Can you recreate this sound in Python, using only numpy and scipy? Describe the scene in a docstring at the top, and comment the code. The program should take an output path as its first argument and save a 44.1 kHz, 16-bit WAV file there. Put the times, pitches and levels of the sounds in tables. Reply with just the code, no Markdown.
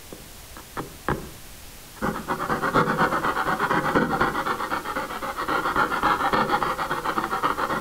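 """A coping saw rasps through a hand-held piece of baseboard, there and back about four times a second,
after a few taps and light scrapes as it is set on the wood. Streams of tooth snaps and torn-fibre noise
ring the thin tip of the board and thud in its body; single blows excite the same resonances, and a
binding blade squeaks as a gliding sine. A small workshop answers with a tail of decaying noise; rumble
and hiss lie underneath, and a limiter ducks the loudest peaks."""
import sys
import numpy as np
from scipy import signal
from scipy.fft import rfft, irfft, next_fast_len
from scipy.io import wavfile
from scipy.ndimage import uniform_filter1d, minimum_filter1d, map_coordinates

SR = 44100
rng = np.random.default_rng(int(sys.argv[2]) if len(sys.argv) > 2 else 0)


def dump_mix(stems):
    """Bounce the given channels to the path in sys.argv[1] as a 16-bit WAV at rate SR."""
    frames = np.atleast_2d(stems).T  # one column per channel
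    limited = np.clip(frames, -1, 1)  # hard clip at full scale
    pcm = np.round(limited * 32767).astype(np.int16)
    wavfile.write(sys.argv[1], SR, pcm)


N = 344112  # samples

# The saw strokes, there and back; levels are ahead of the mix trims. Each row: teeth catch in seconds,
# snag level in dB, cut level in dB, lean from start to end of the cut in dB, easing in mid-cut in dB,
# board flex relative to the cut in dB, return starts in seconds, return level in dB.
STROKES = [(2.024, -23, -27.5, 5, -1, 4, 2.121, -42), (2.284, -27, -27.5, -6, -1.5, -7, 2.375, -26.5),
           (2.496, -16.5, -24, -2, 1.5, -3, 2.604, -24.5), (2.738, -25, -18.5, 12.5, -2, 0, 2.846, -22.5),
           (2.98, -27, -22.5, 6, -3.5, -6, 3.096, -23), (3.224, -29, -22, 8.5, 1, -16, 3.34, -23),
           (3.462, -15.5, -23.5, 2, 0, -8, 3.58, -22.5), (3.702, -20, -20, 1.5, -1, -4, 3.822, -22),
           (3.956, -3.5, -16.5, -4, 3, -0.5, 4.076, -24), (4.209, -4.5, -19, -6, 2.5, -9.5, 4.323, -25.5),
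           (4.459, -24, -24, 0, -0.5, -14.5, 4.568, -26), (4.706, -23, -26.5, -7, 1, -13, 4.829, -29),
           (4.958, -21, -27, -0.5, 3, -10, 5.076, -29.5), (5.222, -23, -28.5, 0, 3, -12.5, 5.346, -27),
           (5.484, -15.5, -20.5, 9, 2.5, -14.5, 5.617, -23), (5.759, -11, -21, 6.5, 0, -11.5, 5.89, -22.5),
           (6.031, -8.5, -17.5, 1.5, 0.5, -17, 6.175, -22), (6.33, -8.5, -17, -2, 1.5, -8.5, 6.464, -22),
           (6.614, -18, -21.5, 4, 4.5, -13, 6.76, -26.5), (6.901, -29, -25, -2, 5, -11, 7.027, -23.5),
           (7.163, -21, -24, 0, 9, -10, 7.286, -26), (7.432, -16, -24.5, -8, 4, -15.5, 7.564, -22.5),
           (7.697, -22.5, -23, 3, 3.5, -8.5, 7.81, -24)]
# Resonances of the board's body. Each row: centre in Hz, width in Hz, relative level in dB.
BODY_MODES = [(307.4, 37.7, 3), (379.8, 49, -0.5), (509, 103, -2.5), (624, 19, -17.5), (700, 50, -21)]
# Resonances of the hand's grip. 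Each row: centre in Hz, width in Hz, relative level in dB.
GRIP_MODES = [(58.4, 60, -.7), (127, 25.5, 6)]
# Resonances of the whole board flexing. Each row: centre in Hz, width in Hz, relative level in dB.
FLEX_MODES = [(162.5, 38, 3), (209.7, 41, .5), (240.5, 35, -4)]

SNAG_AFTER_S = 0.015  # from the reversal until the teeth catch
THUD_PER_FLEX = 0.32  # dB of body thud per dB of board flex


def amp(db):
    """Decibels to gain."""
    return 10 ** (np.asarray(db) / 20)


def unit(x):
    """Scale to rms 1."""
    return x / np.sqrt(np.mean(x ** 2) + 1e-20)


def add(out, s, sound):
    """Mix a sound into out from s seconds on."""
    part = out[round(s * SR):][:len(sound)]
    part += sound[:len(part)]


def along(points, hz):
    """Read (Hz, value) points on a log frequency axis."""
    point_hz, value = np.transpose(points)
    return np.interp(np.log(hz + 1), np.log(point_hz), value)


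def filtered(x, response):
    """Multiply the spectrum of x by a response of frequency."""
    size = next_fast_len(N + SR // 2)
    gain = response(np.fft.rfftfreq(size, 1 / SR))
    return irfft(rfft(x, size) * gain, size)[:N]


def through(x, ring):
    """Play x through an impulse response."""
    return signal.fftconvolve(x, ring)[:N]


def wobble(rate):
    """A smooth random curve with rate knots a second."""
    knots = rng.standard_normal(int(N * rate / SR) + 4)
    return map_coordinates(knots, [np.arange(N) * rate / SR])


def ringing(modes, size=8192):
    """Minimum-phase impulse response, of energy 1, of a set of resonances."""
    hz = np.fft.rfftfreq(size, 1 / SR)
    power = sum((amp(db) / (1 + (2 * (hz - centre) / width) ** 2)) ** 2 for centre, width, db in modes)
    # folding the cepstrum forward in time makes the response causal
    cepstrum = irfft(np.log(power + 1e-12) / 2)
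    cepstrum[1:size // 2] *= 2
    cepstrum[size // 2:] = 0
    ring = irfft(np.exp(rfft(cepstrum)))
    return ring / np.linalg.norm(ring)


def varied(modes, level_db=0.98, detune_db=0.26):
    """Each contact meets the wood at another spot: mode strengths and pitches shift a little."""
    hz, width, db = np.transpose(modes)
    chance = rng.standard_normal((len(hz), 2))
    shifted_hz = hz * amp(detune_db * chance[:, 0])  # detuning is a ratio given in dB
    return np.transpose([shifted_hz, width, db + level_db * chance[:, 1]])


def tip_ring(s, treble_from_hz=1750, width_hz=150, db=0):
    """The thin tip's ring after s seconds; one strong resonance sinks overall as the cut deepens."""
    # Resonances of the tip. Each row: centre in Hz, width in Hz, relative level in dB.
    tip_modes = [(803, 43, 0.5), (917, 123, -1.5), (1099, 176, 0), (1279, 217, 0), (1568, 14, -8.5),
                 (1665, 19, -5.5), (1872, 136, -8), (2135, 163, -14), (2433, 63, -19), (2813, 410, -22),
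                 (3256, 336, -17), (3796, 260, -23.5), (4253, 550, -22.5), (4800, 130, -38)]
    # The tip's sinking resonance. Each row: time in seconds, centre in Hz.
    sinking = [(1.1, 1613), (2.2, 1456), (3.1, 1472), (4.8, 1378), (6.5, 1348)]
    # Shift of the upper tip resonances against the lower. Each row: time in seconds, shift in dB.
    treble = [(1.1, -1), (2.1, -3), (2.7, -2), (3.3, -.5), (4.2, -1), (5.1, 4), (5.7, -1), (6.7, 2),
              (7.5, -.5)]
    treble_db = np.interp(s, *np.transpose(treble))
    modes = [(hz, width, level + treble_db * (hz > treble_from_hz)) for hz, width, level in tip_modes]
    sinking_hz = np.interp(s, *np.transpose(sinking))
    return ringing(varied(modes + [(sinking_hz, width_hz, db)]))


def background(level_db=-42):
    """Steady rumble and hiss: white noise shaped by a spectrum curve."""
    # Tilt of the background noise. Each row: frequency in Hz, relative level in dB.
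    air = [(20, 8.5), (35, 6.5), (90, 1), (160, -4.5), (500, -9.5), (750, -10), (1400, -13), (3000, -13.5),
           (6000, -15.5), (12000, -17), (15500, -19)]
    noise = filtered(rng.standard_normal(N), lambda hz: amp(along(air, hz)))
    return amp(level_db) * unit(noise)


def snags(thud_db=-6, shove_db=-8):
    """Each cut opens with a blow as the teeth catch; a flexing board thuds and shoves more."""
    blows = []
    for s, snag_db, _, _, _, flex_db, _, _ in STROKES:
        flexing_db = snag_db + THUD_PER_FLEX * flex_db
        blows.append((s, snag_db, flexing_db + thud_db, flexing_db + shove_db))
    return blows


def knocks(click_db=12, knock_db=18, flex_db=-5, shove_db=17, contact_hz=3300, softness=0.87,
           chatter=0.068, chatter_t60=0.024):
    """Single blows click the tip, thud the body and shove the hand; the teeth chatter briefly after."""
    # The blade knocks against the wood; levels are ahead of the trims above. 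Each row: time in seconds,
    # tip click in dB, body thud in dB, shove of the hand in dB.
    knock_rows = [(0.125, -33, -25.5, -58), (0.567, -26, -34, -52), (0.771, -19, -24, -30),
                  (0.791, -15, -28.5, -32), (0.796, -21, -21.5, -24), (0.803, -38, -23.5, -27),
                  (1.0848, -5, -13.5, -26), (1.1005, -11, -20.5, -13.5), (1.115, -10, -15, -20),
                  (1.120, -24, -17, -19), (2.043, -19, -18, -19), (2.761, -14, -10, -14.5),
                  (3.246, -12, -20.5, -28), (3.841, -23, -28, -33), (3.89, -10, -30, -30),
                  (3.967, -4.5, -0.5, -13), (4.227, -8, -19, -26), (6.626, -8, -27, -26),
                  (7.182, -9.5, -19.5, -33), (7.240, -10, -29, -45), (7.502, -10, -24.5, -44)]
    tip, body = np.zeros((2, N))
    t = np.arange(SR // 20) / SR
    grip = ringing(GRIP_MODES)
    flex = amp(flex_db) * ringing(FLEX_MODES)
    for s, tip_db, body_db, hand_db in knock_rows + snags():
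        blow = (t == 0) + chatter * rng.standard_normal(len(t)) * amp(-60 * t / chatter_t60)
        # a blow with more thud than click is a soft, dull contact
        edge_hz = min(contact_hz * amp(softness * min(tip_db - body_db, 0)), SR / 4)
        blow = signal.sosfilt(signal.butter(4, edge_hz, fs=SR, output="sos"), blow)
        add(tip, s, amp(click_db + tip_db) * signal.fftconvolve(blow, tip_ring(s)))
        thud = amp(knock_db + body_db) * (ringing(varied(BODY_MODES)) + flex)
        add(body, s, thud + amp(shove_db + hand_db) * grip)
    return tip, body


def workshop(x):
    """The small room's answer, 5 ms late: a noise tail whose bands die at their own rates."""
    # Decay of the room. Each row: frequency in Hz, time to fall by 60 dB in seconds.
    room_decay = [(150, 0.8), (500, 0.54), (1500, 0.77), (6000, 0.28)]
    hz, t, bands = signal.stft(rng.standard_normal(SR), SR, nperseg=256)
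    fading = bands * amp(-60 * t / along(room_decay, hz)[:, None])
    tail = signal.istft(fading, SR, nperseg=256)[1]
    return through(x, np.pad(tail / np.linalg.norm(tail), (SR // 200, 0)))


def teeth(speed, tooth_hz=520, scatter_db=4, tearing=0.96, uneven_db=1.5):
    """Each tooth breaks a chip with a snap of its own size, amid a crackle of fibres."""
    # the snap rate is tooth_hz times speed + 0.3, with a random flutter
    travel = np.cumsum(tooth_hz * (0.3 + speed) * amp(2.5 * wobble(300))) / SR
    at = np.flatnonzero(np.diff(np.floor(travel)))
    snaps = np.zeros(N)
    snaps[at] = amp(scatter_db * np.clip(rng.standard_normal(len(at)), -2, 2))
    crackle = unit(rng.standard_normal(N) * amp(1.9 * wobble(500)))
    force = unit(snaps) + tearing * crackle
    force -= uniform_filter1d(force, size=601)
    # the hand keeps the mean cutting force steady over a few teeth
    steady = force / np.sqrt(np.abs(uniform_filter1d(force ** 2, size=601)) + 1e-6)
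    return steady * unit(amp(uneven_db * wobble(70)))


def scrapes(body_db=-7):
    """Slow teeth brush the wood in short swells as the blade is placed and eased in."""
    # Light drags; levels are ahead of the resonances. Each row: middle in seconds, length in seconds,
    # level in dB.
    scrape_rows = [(0.592, 0.045, -41.5), (0.784, 0.046, -33), (1.978, 0.05, -42.5), (2.167, .075, -32.5)]
    t = np.arange(N) / SR
    touch = np.zeros(N)
    for s, length, db in scrape_rows:
        touch += amp(db) * np.cos(np.pi * np.clip((t - s) / length, -0.5, 0.5))
    force = touch * teeth(np.zeros(N))
    return through(force, tip_ring(0)), amp(body_db) * through(force, ringing(BODY_MODES))


def passes(return_lean_db=3.5, return_flex_db=-3.7):
    """Every cut and return as (start s, end s, shape, bite dB, lean dB, easing dB, flex dB)."""
    # attack and release as shares of the pass: the cut bites sooner, the return swells
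    cut_shape, return_shape = (0.2, 0.39), (0.28, 0.39)
    turns = [row[0] - SNAG_AFTER_S for row in STROKES]
    turns.append(2 * turns[-1] - turns[-2])  # the last stroke lasts as long as the one before
    for start, end, stroke in zip(turns, turns[1:], STROKES):
        _, _, cut_db, lean_db, easing_db, flex_db, back, return_db = stroke
        yield start, back, cut_shape, cut_db, lean_db, easing_db, flex_db
        yield back, end, return_shape, return_db, return_lean_db, 0, flex_db + return_flex_db


def pass_bite(u, shape, lean_db, stall_db=-19, curve=1.3):
    """Bite in dB at share u of a pass: attack from a stall, leaning hold, release to a stall."""
    attack, release = shape
    starting = np.clip(1 - u / attack, 0, 1) ** curve
    stopping = np.clip(1 - (1 - u) / release, 0, 1) ** curve
    return stall_db * (starting + stopping) + lean_db * (u - 0.5)


def arm(easing_at=0.49, easing_width=0.15, flex_fade_db=-6.5, thud_db=-2.5):
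    """Blade speed, bite, thud and boom per sample; the blade all but stops at each reversal."""
    speed, bite, thud, boom = np.zeros((4, N))
    for start, end, shape, db, lean_db, easing_db, flex_db in passes():
        u = np.linspace(0, 1, round(end * SR) - round(start * SR))  # share of the pass
        easing = easing_db * np.exp(-((u - easing_at) / easing_width) ** 2)
        flexing_db = flex_db + flex_fade_db * (u - 0.5)  # the flexing settles along the pass
        add(speed, start, np.sin(np.pi * u))
        add(bite, start, amp(db + pass_bite(u, shape, lean_db) - easing))
        add(thud, start, amp(thud_db + THUD_PER_FLEX * flexing_db))
        add(boom, start, amp(flexing_db))
    return speed, bite, thud, boom


def sawing(rasp_db=0, thud_db=0, boom_db=0, grip_db=-11, fizz_db=-30, dust_db=-33):
    """Pass by pass, the tooth snaps ring the tip and the body of the board."""
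    speed, bite, thud, boom = arm()
    cutting = bite * teeth(speed)
    tip, body = np.zeros((2, N))
    for start, end, *_ in passes():
        span = slice(round(start * SR), round(end * SR))
        rasp = signal.fftconvolve(cutting[span], tip_ring(start))
        add(tip, start, amp(rasp_db) * rasp)
        thudding = signal.fftconvolve(thud[span] * cutting[span], ringing(varied(BODY_MODES)))
        add(body, start, amp(thud_db) * thudding)
    # a blade that catches flexes the whole board, shakes the hand and tears more fine splinters
    catching = cutting * boom
    flex = through(catching, amp(boom_db) * ringing(FLEX_MODES) + amp(grip_db) * ringing(GRIP_MODES))
    tearing = amp(dust_db) * cutting + amp(fizz_db) * catching
    splinters = through(tearing * amp(wobble(60)), ringing([(4970, 6600, 0)]))
    return tip + splinters, body + flex


def squeaks(sag=0.078, overtone_db=-24):
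    """The blade binds in the kerf: stick and slip sings near the tip's lowest resonance, arching in pitch."""
    # Squeaks. Each row: middle in seconds, length in seconds, top pitch in Hz (bar a slight waver),
    # level in dB.
    squeak_rows = [(4.143, 0.0469, 796, -19.5), (6.264, 0.0528, 803, -19), (6.543, 0.047, 836, -15.5)]
    t, out = np.arange(N) / SR, np.zeros(N)
    for s, length, top_hz, db in squeak_rows:
        u = np.clip(2 * (t - s) / length, -1, 1)
        pitch_hz = top_hz * (1 - sag * u ** 2 + 0.0036 * wobble(200))
        phase = 2 * np.pi * np.cumsum(pitch_hz) / SR
        tone = np.sin(phase) + amp(overtone_db) * np.sin(2 * phase)
        out += amp(db) * np.cos(np.pi * u / 2) * tone
    return out


def scene():
    """Saw and board close by, their room, and the steady background."""
    tip, body = np.sum([sawing(), knocks(), scrapes()], axis=0)
    tip = tip + squeaks()
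    room = workshop(amp(-18.5) * tip + amp(-8.0) * body)
    return (tip + body + room + background())[None]


def record(dry, ceiling_db=-9, release_db_per_s=32, top_hz=15740):
    """A fast limiter with a slow release, then the band limit."""
    x = dry[0]
    over_db = np.maximum(20 * np.log10(np.abs(x) + 1e-9) - ceiling_db, 0)
    recovery = release_db_per_s * np.arange(N) / SR
    duck_db = np.maximum.accumulate(over_db + recovery) - recovery
    # the gain dips just ahead of each peak and is smoothed
    gain = uniform_filter1d(minimum_filter1d(amp(-duck_db), size=33), size=33)
    return filtered(x * gain, lambda hz: hz < top_hz)[None]


dry = scene()
out = record(dry)
dump_mix(out)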